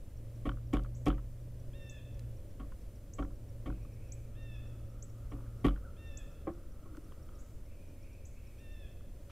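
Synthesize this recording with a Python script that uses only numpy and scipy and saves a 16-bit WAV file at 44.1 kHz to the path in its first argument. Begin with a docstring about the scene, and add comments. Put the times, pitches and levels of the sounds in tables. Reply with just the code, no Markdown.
"""Low rumble, thin hiss and the hum of far engines; then a big woodpecker hammers at a wooden feeder. Each blow
builds up ringing board modes beside a crunch of noise, and a slow post sway; loose seed and fittings clack as
noise bursts. A second bird pecks a side cup. Birds chip, pip, mew, warble and caw as gliding sines with noise-
made echoes of the winter woods. The hum swells as the engines' firing rate passes a resonance."""
import sys
import numpy as np
from scipy import signal
from scipy.fft import rfft, irfft
from scipy.io import wavfile
from scipy.ndimage import uniform_filter1d

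SR = 44100
rng = np.random.default_rng(int(sys.argv[2]) if len(sys.argv) > 2 else 0)


def file_out(sig):
    """Save sig as 16-bit WAV at sys.argv[1]."""
    # one column per channel
    cols = np.atleast_2d(sig).T
    # limit, then scale
    lim = np.clip(cols, -1, 1)
    pcm = np.round(lim * 32767).astype(np.int16)
    wavfile.write(sys.argv[1], SR, pcm)


N = 410571
T = np.arange(N) / SR


def undb(db):
    """Decibels to gain."""
    return 10 ** (np.asarray(db) / 20)


def unit(x):
    """Scale to rms 1."""
    return x / np.sqrt(np.mean(x ** 2))


def add(out, start_s, x):
    """Mix x into out from start_s."""
    i = max(int(start_s * SR), 0)
    out[i:i + len(x)] += x[:max(N - i, 0)]


def curves(rows, t):
    """Columns of a table joined by straight lines in time."""
    time_s, *columns = np.transpose(rows)
    return [np.interp(t, time_s, column) for column in columns]


def band(x, lo_hz, hi_hz, order=2):
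    """Causal band-pass."""
    top_hz = min(max(hi_hz, lo_hz + 10), SR / 2 - 10)
    sos = signal.butter(order, [lo_hz, top_hz], "band", fs=SR, output="sos")
    return signal.sosfilt(sos, x)


def coloured(points, size):
    """Noise with a given level per Hz, interpolated over log frequency."""
    hz, db = np.transpose(points)
    f = np.maximum(np.fft.rfftfreq(size, 1 / SR), 1)
    gain = undb(np.interp(np.log(f), np.log(hz), db))
    return irfft(rfft(rng.standard_normal(size)) * gain, size) * np.sqrt(SR / 2)


def walk(rate_hz, size=N):
    """Smooth random wander of spread 1: held random values, averaged twice."""
    k = max(int(SR / rate_hz), 1)
    held = np.repeat(rng.standard_normal(size // k + 2), k)
    return unit(uniform_filter1d(uniform_filter1d(held, k), k))[:size]


def phase_of(hz):
    """Running phase of a moving pitch."""
    return 2 * np.pi * np.cumsum(hz) / SR


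def fade(t, t60_s):
    """Exponential decay by 60 dB in t60_s."""
    return np.exp(-np.log(1000) * t / t60_s)


def gate(t, start_s, end_s, attack_s, release_s):
    """Straight rise, hold at 1, straight fall."""
    return np.clip(np.minimum((t - start_s) / attack_s, (end_s - t) / release_s), 0, 1)


def woods(x, t60_s):
    """Diffuse echo scattered by the trunks: x convolved with decaying noise of unit energy."""
    t = T[:SR]
    echo = rng.standard_normal(SR) * fade(t, t60_s) * (1 - np.exp(-t / 0.0091))
    return signal.fftconvolve(x, echo / np.sqrt(np.sum(echo ** 2)))[:N]


def air():
    """Distant rumble that eases slowly, under thin hiss: one coloured noise split at 900 Hz."""
    # outdoor rumble and microphone hiss: hz, density_db_per_hz
    air_spectrum = [(15, -63.5), (30, -64), (70, -68), (110, -72.5), (150, -82.5), (300, -85), (430, -90.5),
                    (560, -88), (780, -103), (1500, -107.5), (2900, -111), (4000, -114.5), (11000, -113.8),
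                    (15500, -117.3)]
    # ease of the rumble: time_s, gain_db
    rumble_ease = [(0, -0.37), (6.0, .5), (7.5, -1.4)]
    noise = coloured(air_spectrum, N)
    ease_db, = curves(rumble_ease, T)
    rumble = signal.sosfiltfilt(signal.butter(2, 900, fs=SR, output="sos"), noise)
    drone = undb(-69.0 + 2 * walk(1.89)) * unit(band(rng.standard_normal(N), 529.5, 589))
    rumble_db = ease_db + .5 * walk(5)
    hiss = (noise - rumble) * undb(.55 * walk(7))
    return hiss + (rumble + drone) * undb(rumble_db)


def engine():
    """Far engines: firing tone, half and double rate; the hum booms as the rate passes a resonance."""
    # one list per engine, gathering speed then easing off: time_s, firing_rate_hz
    engine_runs = [
        [(0, 111.9), (.55, 116.3), (1.3, 119.8), (2.05, 121.8), (2.5, 111.2)],
        [(1.1, 91), (3.25, 105.6), (3.55, 113.6), (5.55, 113.5), (5.9, 103.3), (6.3, 100)],
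    ]
    base_db, fade_s = -55, .25
    boom_hz, boom_width_hz, boom_peak_db = 117.05, 4.8, 13
    out = np.zeros(N)
    for run in engine_runs:
        hz, = curves(run, T)
        phase = phase_of(hz * (1 + 0.0041 * walk(10.06)))
        tone = np.sin(phase) + undb(-8) * np.sin(phase / 2) + undb(-24) * np.sin(2 * phase)
        boom_db = boom_peak_db / (1 + ((hz - boom_hz) / boom_width_hz) ** 2)
        waver_db = 1.3 * walk(8)
        level = undb(base_db + boom_db + waver_db)
        out += level * gate(T, run[0][0], run[-1][0], fade_s, fade_s) * tone
    return out


def pips(count=46):
    """Tiny faint pips, as of a foraging flock: short wavering sines, one at random in each time slot."""
    out, t = np.zeros(N), T[:int(.016 * SR)]
    for k, (when, pitch, size) in enumerate(rng.uniform(-1, 1, (count, 3))):
        start_s = (k + .5 + when / 2) * T[-1] / count
        hz = 5650 + 70 * pitch + 110 * walk(450, len(t))
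        pip = np.sin(phase_of(hz)) * np.hanning(len(t))
        add(out, start_s, undb(-70.0 + 3.0 * size) * pip)
    return out


def peck(knock_db, sway_db, ring_db, crack_db, build_s, tilt_db, wood):
    """One blow: the bill crunches in for some milliseconds while the boards build up their ring."""
    # dense small resonances of boards and seed: hz, relative_db
    grain_spectrum = [(80, -1.5), (280, -4.5), (600, -6.5), (880, -8), (1150, -3), (1400, -17),
                      (1600, -15.5), (1950, -13.5), (2300, -10.5), (2600, -20), (3250, -18), (3900, -32.5),
                      (6000, -40), (11000, -40), (16000, -58)]
    post_hz, post_t60_s = 46.9, 0.51
    t = T[:SR // 2]
    hz, db, t60_s = np.transpose(wood)[:, :, None]
    low = hz < 880
    # every blow lands on another spot, which detunes and weights the modes anew
    hz = hz * (1 + 0.0074 * rng.standard_normal(hz.shape))
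    spot_db = 1.5 * rng.standard_normal(hz.shape)
    size = undb(db + low * tilt_db * np.log2(hz / 300) + spot_db)
    swell = 1 - np.exp(-(t / np.where(low, build_s, .006)) ** 2)
    ring = np.sin(2 * np.pi * (hz * t + rng.random(hz.shape)))
    modes = size * swell * fade(t, t60_s) * ring
    # seed and small resonances crunch as long as the bill pushes, with a weak tail
    onset = 1 - np.exp(-(t / 0.0045) ** 0.79)
    push = onset * (np.exp(-(t / 0.023) ** 2) + undb(-10) * fade(t, 0.27))
    grain = coloured(grain_spectrum, len(t)) * push * undb(2.4 * walk(377, len(t)))
    edges_hz = [80, 880, 1600, 16000]
    levels_db = (knock_db, ring_db, crack_db)
    grains_db = (-6, -0.5, 7)  # grain against modes
    out = 0
    for lo, hi, level_db, grain_db in zip(edges_hz, edges_hz[1:], levels_db, grains_db):
        band_modes = modes[(hz[:, 0] >= lo) & (hz[:, 0] < hi)].sum(0)
        part = unit(band_modes) + undb(grain_db) * unit(band(grain, lo, hi))
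        out = out + undb(level_db) * part / np.std(part[:SR // 25])  # level over the first 40 ms
    # the post swings slowly after the blow
    sway = np.sin(2 * np.pi * post_hz * t) * fade(t, post_t60_s) * (1 - np.exp(-(t / 0.024) ** 2))
    return out + undb(sway_db) * sway


def contact(t, t60_s):
    """Noise of two hard surfaces meeting: sub-millisecond onset, exponential decay."""
    return rng.standard_normal(len(t)) * fade(t, t60_s) * (1 - np.exp(-t / 0.00055))


def rattle(clack_db, edge_db):
    """A small hard piece lands on the tray: a dry clack with a bright edge, each set by its peak."""
    t = T[:SR // 10]
    clack = band(contact(t, 0.026), 1010, 1444)
    edge = band(contact(t, 0.018), 2940, 3360) + undb(-25.5) * contact(t, 0.0054)
    return undb(clack_db) * clack / np.abs(clack).max() + undb(edge_db) * edge / np.abs(edge).max()


def chatter(knock_db):
    """Loose fittings jump at a blow and fall back one after another; a weak blow barely lifts them."""
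    # same pieces at every tray blow; full_lift_db is the knock that lifts one fully:
    # delay_s, clack_db, edge_db, full_lift_db
    rebounds = [(.022, -33, -33.5, -25), (0.0394, -32.5, -43, -36), (.051, -46.5, -50, -29),
                (.063, -44.5, -61, -36.5), (.117, -47.5, -66, -34), (.130, -54, -69, -34)]
    # per dB short of full lift: weaker clack (dB), weaker edge (dB), later landing (s)
    clack_drop_db, edge_drop_db, lag_s = 2.5, 6.5, .0009
    out = np.zeros(N)
    for delay_s, clack_db, edge_db, full_lift_db in rebounds:
        short_db = max(full_lift_db - knock_db, 0)
        piece = rattle(clack_db - clack_drop_db * short_db, edge_db - edge_drop_db * short_db)
        add(out, delay_s + lag_s * short_db, piece)
    return out


def rub(middle_s, half_s, lo_hz, hi_hz, level_db):
    """Bill and claws rub over wood: uneven band noise that swells and dies."""
    t = T[:int(6 * half_s * SR)] - 3 * half_s
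    noise = unit(band(rng.standard_normal(len(t)), lo_hz, hi_hz))
    grit = noise * undb(3.5 * walk(148.6, len(t)))
    return middle_s + t[0], undb(level_db) * grit * np.exp(-(t / half_s) ** 2)


def snap(peak_db):
    """A seed shell splits: a short burst of bright noise."""
    t = T[:SR // 30]
    burst = rng.standard_normal(len(t)) * fade(t, 0.01) * (1 - np.exp(-t / 0.00037))
    crack = band(burst, 2500, 7700, order=1)
    return undb(peak_db) * crack / np.abs(crack).max()


def feeder():
    """All blows, rattles, snaps and scrapes, carried to the microphone through the wood."""
    # blows of the bill on the tray: start_s, knock_db, hollow_ring_db, build_up_s, low_tilt_db_per_octave
    tray_pecks = [(0.452, -36, -47, .0059, -1.5), (0.729, -30, -45.5, 0.0075, 0),
                  (1.062, -27.5, -40, 0.0069, 0), (2.594, -47.5, -56.5, 0.014, -3),
                  (3.183, -38.5, -50, 0.022, 2), (3.657, -40.5, -54, 0.031, -0.5),
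                  (5.315, -46, -60, 0.021, -2), (5.643, -25.5, -39, 0.0045, -1.5)]
    # modes of the feeder: hz, relative_db, t60_s
    tray_modes = [(122.4, -13.5, 0.43), (151, -5.5, 0.22), (192.3, -8, 0.33), (243.7, 0.5, 0.12),
                  (278, 2, 0.2), (301.7, -0.5, 0.19), (322, -4.5, 0.24), (387.7, -13, 0.24),
                  (464.6, -19, 0.22), (540, -13.5, 0.28), (743, -8.5, 0.15), (1112, 6.5, 0.12),
                  (1173, -7, 0.25), (1280, -2, 0.13), (1390, -6, 0.12), (1843, 0, 0.068), (2042, 1, 0.036),
                  (2252, 2.5, 0.042), (2750, 3, 0.028), (3140, 1, 0.041), (3350, -14, 0.042)]
    # second bird's blows in the side cup: start_s, knock_db, hollow_ring_db, build_up_s
    cup_pecks = [(6.468, -37, -47, 0.0055), (6.851, -64, -65, .008)]
    # modes of the side cup: hz, relative_db, t60_s
    cup_modes = [(247, -9, 0.092), (313.6, 1.5, 0.13), (333.4, -4, 0.27), (389, -5, 0.12),
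                 (446, -20, 0.093), (546, -0.5, 0.13), (772, -4.5, 0.092), (1103, 6, 0.069),
                 (1200, -3, 0.067), (1300, -15, 0.052), (2000, 5, 0.048), (2330, 3, 0.047)]
    # light taps of bills and claws: start_s, clack_db, edge_db
    taps = [(2.72, -50, -70), (3.8492, -56, -71), (6.9478, -52, -72), (6.9701, -51.5, -75),
            (7.1199, -50.5, -61), (7.2878, -53, -64), (9.007, -57, -71), (9.296, -57, -69)]
    # sharp snaps of seed shell: start_s, peak_db
    snaps = [(0.735, -41), (0.836, -54), (1.058, -38), (1.0654, -46), (1.0829, -43), (2.194, -47),
             (6.9691, -50.5)]
    # rubs over wood: middle_s, half_length_s, low_hz, high_hz, level_db
    rubs = [(0.732, 0.0053, 700, 3400, -62), (5.382, 0.045, 910, 1340, -67),
            (5.454, .03, 1020, 1480, -68.5), (6.965, 0.085, 292, 319, -54.5),
            (9.301, 0.0087, 1090, 3280, -65)]
    # the crack keeps in step with the knock; the sway grows by fewer dB
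    crack_re_knock_db, full_blow_db, full_sway_db, sway_db_per_db = -16.5, -25, -19.5, 0.6
    cup_crack_re_ring_db, cup_sway_db = -11, -43
    out = np.zeros(N)
    for start_s, knock_db, ring_db, build_s, tilt_db in tray_pecks:
        sway_db = full_sway_db + sway_db_per_db * (knock_db - full_blow_db)
        crack_db = knock_db + crack_re_knock_db
        add(out, start_s, peck(knock_db, sway_db, ring_db, crack_db, build_s, tilt_db, tray_modes))
        add(out, start_s, chatter(knock_db))
    for start_s, knock_db, ring_db, build_s in cup_pecks:
        crack_db = ring_db + cup_crack_re_ring_db
        blow = peck(knock_db, cup_sway_db, ring_db, crack_db, build_s, 0, cup_modes)
        add(out, start_s, band(blow, 30, 2700))  # the cup's side post passes little treble
    for rows, sound in ((taps, rattle), (snaps, snap)):
        for start_s, *row in rows:
            add(out, start_s, sound(*row))
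    for row in rubs:
        add(out, *rub(*row))
    return out


def chips():
    """Fast upward flicks, loudest on the way up; the echo stays alike whichever way the bird faces."""
    # thin notes of a small bird that turns its head: start_s, direct_level_db
    chip_notes = [(0.948, -62), (1.894, -53), (3.134, -51), (4.119, -46.5), (5.023, -48), (6.171, -47),
                  (7.387, -70), (8.251, -57.5)]
    start_hz, top_hz, rise_s, length_s = 5340, 7780, 0.0052, 0.028
    accent_s, accent_width_s, hold_db = 0.0042, .003, -9
    direct, spread = np.zeros(N), np.zeros(N)
    t = T[:int(length_s * SR)]
    hz = top_hz + (start_hz - top_hz) * np.exp(-(t / rise_s) ** 1.5)
    accent = np.exp(-((t - accent_s) / accent_width_s) ** 2)
    size = accent + undb(hold_db) * gate(t, 0, length_s, accent_s, .006)
    for start_s, level_db in chip_notes:
        waver = .008 * walk(400, len(t))
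        note = size * np.sin(phase_of(hz * (1 + waver)))
        add(direct, start_s, undb(level_db) * note)
        add(spread, start_s, note)
    return direct + undb(-63.0) * woods(spread, 0.71) + undb(-62.0) * woods(spread, 0.092)


def mew(length_s):
    """A nasal, sagging call, hoarser as it runs out; partials in the throat's resonance are favoured."""
    # partials of the call: multiple, relative_db
    mew_partials = [(2, -4), (3, -0.9), (4, -4), (6, -19)]
    base_hz, scoop_hz, scoop_s, sag_hz_per_s, droop_hz = 920, 161.4, 0.00794, 200, 71.6
    start_db, attack_s, release_s = -6.5, 0.12, .06
    t = T[:int(length_s * SR)]
    spent = t / length_s
    hz = base_hz - scoop_hz * np.exp(-t / scoop_s) - sag_hz_per_s * t - droop_hz * spent ** 6
    attack = undb(start_db * np.maximum(1 - t / attack_s, 0))
    size = attack * gate(t, 0, length_s, 0.0013, release_s)
    hoarse = .028 * spent ** 3 * walk(500, len(t))
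    phase = phase_of(hz * (1 + 0.0052 * walk(49.4, len(t)) + hoarse))
    call = 0
    for k, db in mew_partials:
        throat_db = 6 * np.exp(-((k * hz - 3250) / 150) ** 2)
        flutter_db = 1.2 * walk(40, len(t))
        call = call + undb(db + throat_db + flutter_db) * np.sin(round(k) * phase)
    return size * call


def mews():
    """The mews come from among the trees, with a later echo off far trunks."""
    # nasal falling mews: start_s, length_s, level_db
    mew_calls = [(1.732, 0.29, -61), (4.35, 0.27, -62.5), (5.964, .29, -62.5), (8.583, 0.32, -65)]
    out = np.zeros(N)
    for start_s, length_s, level_db in mew_calls:
        add(out, start_s, undb(level_db) * mew(length_s))
    far_trunks = np.pad(woods(out, 1.0), (int(.07 * SR), 0))[:N]
    return out + undb(-6.5) * woods(out, 0.67) + undb(-8.5) * far_trunks


def warbles():
    """Swooping sine phrases from deep in the woods, half lost in their echo."""
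    # phrases, level ahead of the echo mix: start_s, level_db
    phrases = [(3.66, -73.5), (3.961, -72), (7.649, -73), (7.978, -70), (8.309, -70.5)]
    # one phrase, a swoop up and two wavers: time_s, pitch_hz, relative_db
    phrase_shape = [(0, 2150, -3), (.05, 2346, -2.5), (.066, 2550, 4.5), (.095, 2800, -10),
                    (.125, 2250, -3), (.175, 2500, 2), (.2, 2700, -18), (.235, 2300, -3), (.29, 2600, -16)]
    out, t = np.zeros(N), T[:int(phrase_shape[-1][0] * SR)]
    hz, shape_db = curves(phrase_shape, t)
    for start_s, level_db in phrases:
        wavering_hz = hz * (1 + 0.0265 * walk(249.2, len(t)))
        add(out, start_s, undb(level_db + shape_db) * np.sin(phase_of(wavering_hz)))
    return undb(-1.5) * out + undb(1.5) * woods(out, 1.0)


def cawing():
    """Hoarse calls repeated so far off that mostly their echo arrives; the run slowly grows louder."""
    start_s, end_s, fade_s = 4.07, 7.8, 0.42
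    start_db, growth_db_per_s = -76, 1
    cycle = np.cumsum(3.2 * (1 + .2 * walk(3.3))) / SR % 1  # about 3.2 calls a second
    hz = 1310 * (1 + 0.0801 * (cycle - .5) + .075 * walk(500))
    notes = np.sin(phase_of(hz)) * np.sin(np.pi * cycle)
    size = undb(start_db + growth_db_per_s * (T - start_s))
    echoed = unit(woods(notes, 1.0) + .5 * notes)
    return size * gate(T, start_s, end_s, fade_s, fade_s) * echoed


def caw():
    """One far caw carries more clearly: a short hoarse arch of pitch and level."""
    start_s, length_s, level_db = 5.818, 0.1, -59
    out, t = np.zeros(N), T[:int(length_s * SR)]
    arch = np.sin(np.pi * t / t[-1])
    hz = 1200 + 190 * arch + 70 * walk(400, len(t))
    add(out, start_s, undb(level_db) * arch * np.sin(phase_of(hz)))
    return out + undb(-8) * woods(out, 0.56)


def whine():
    """Faint steady electronic whine: fixed sines."""
    # tones: hz, level_db
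    whine_tones = [(9001, -94.5), (12000, -86)]
    return sum(undb(db) * np.sin(2 * np.pi * hz * T) for hz, db in whine_tones)


def scene():
    """All sources sum to one signal; only faint treble hiss, of opposite sign, differs by channel."""
    birds = chips() + pips() + mews() + warbles() + cawing() + caw()
    side = undb(-78.5) * unit(band(rng.standard_normal(N), 5200, 14000, order=4))
    return feeder() + birds + engine() + air() + whine() + side * np.array([[1], [-1]])


def record(dry):
    """Steep elliptic low-pass: the treble stops at 15.55 kHz."""
    return signal.sosfilt(signal.ellip(10, .2, 80, 15550, fs=SR, output="sos"), dry)


dry = scene()
out = record(dry)
file_out(out)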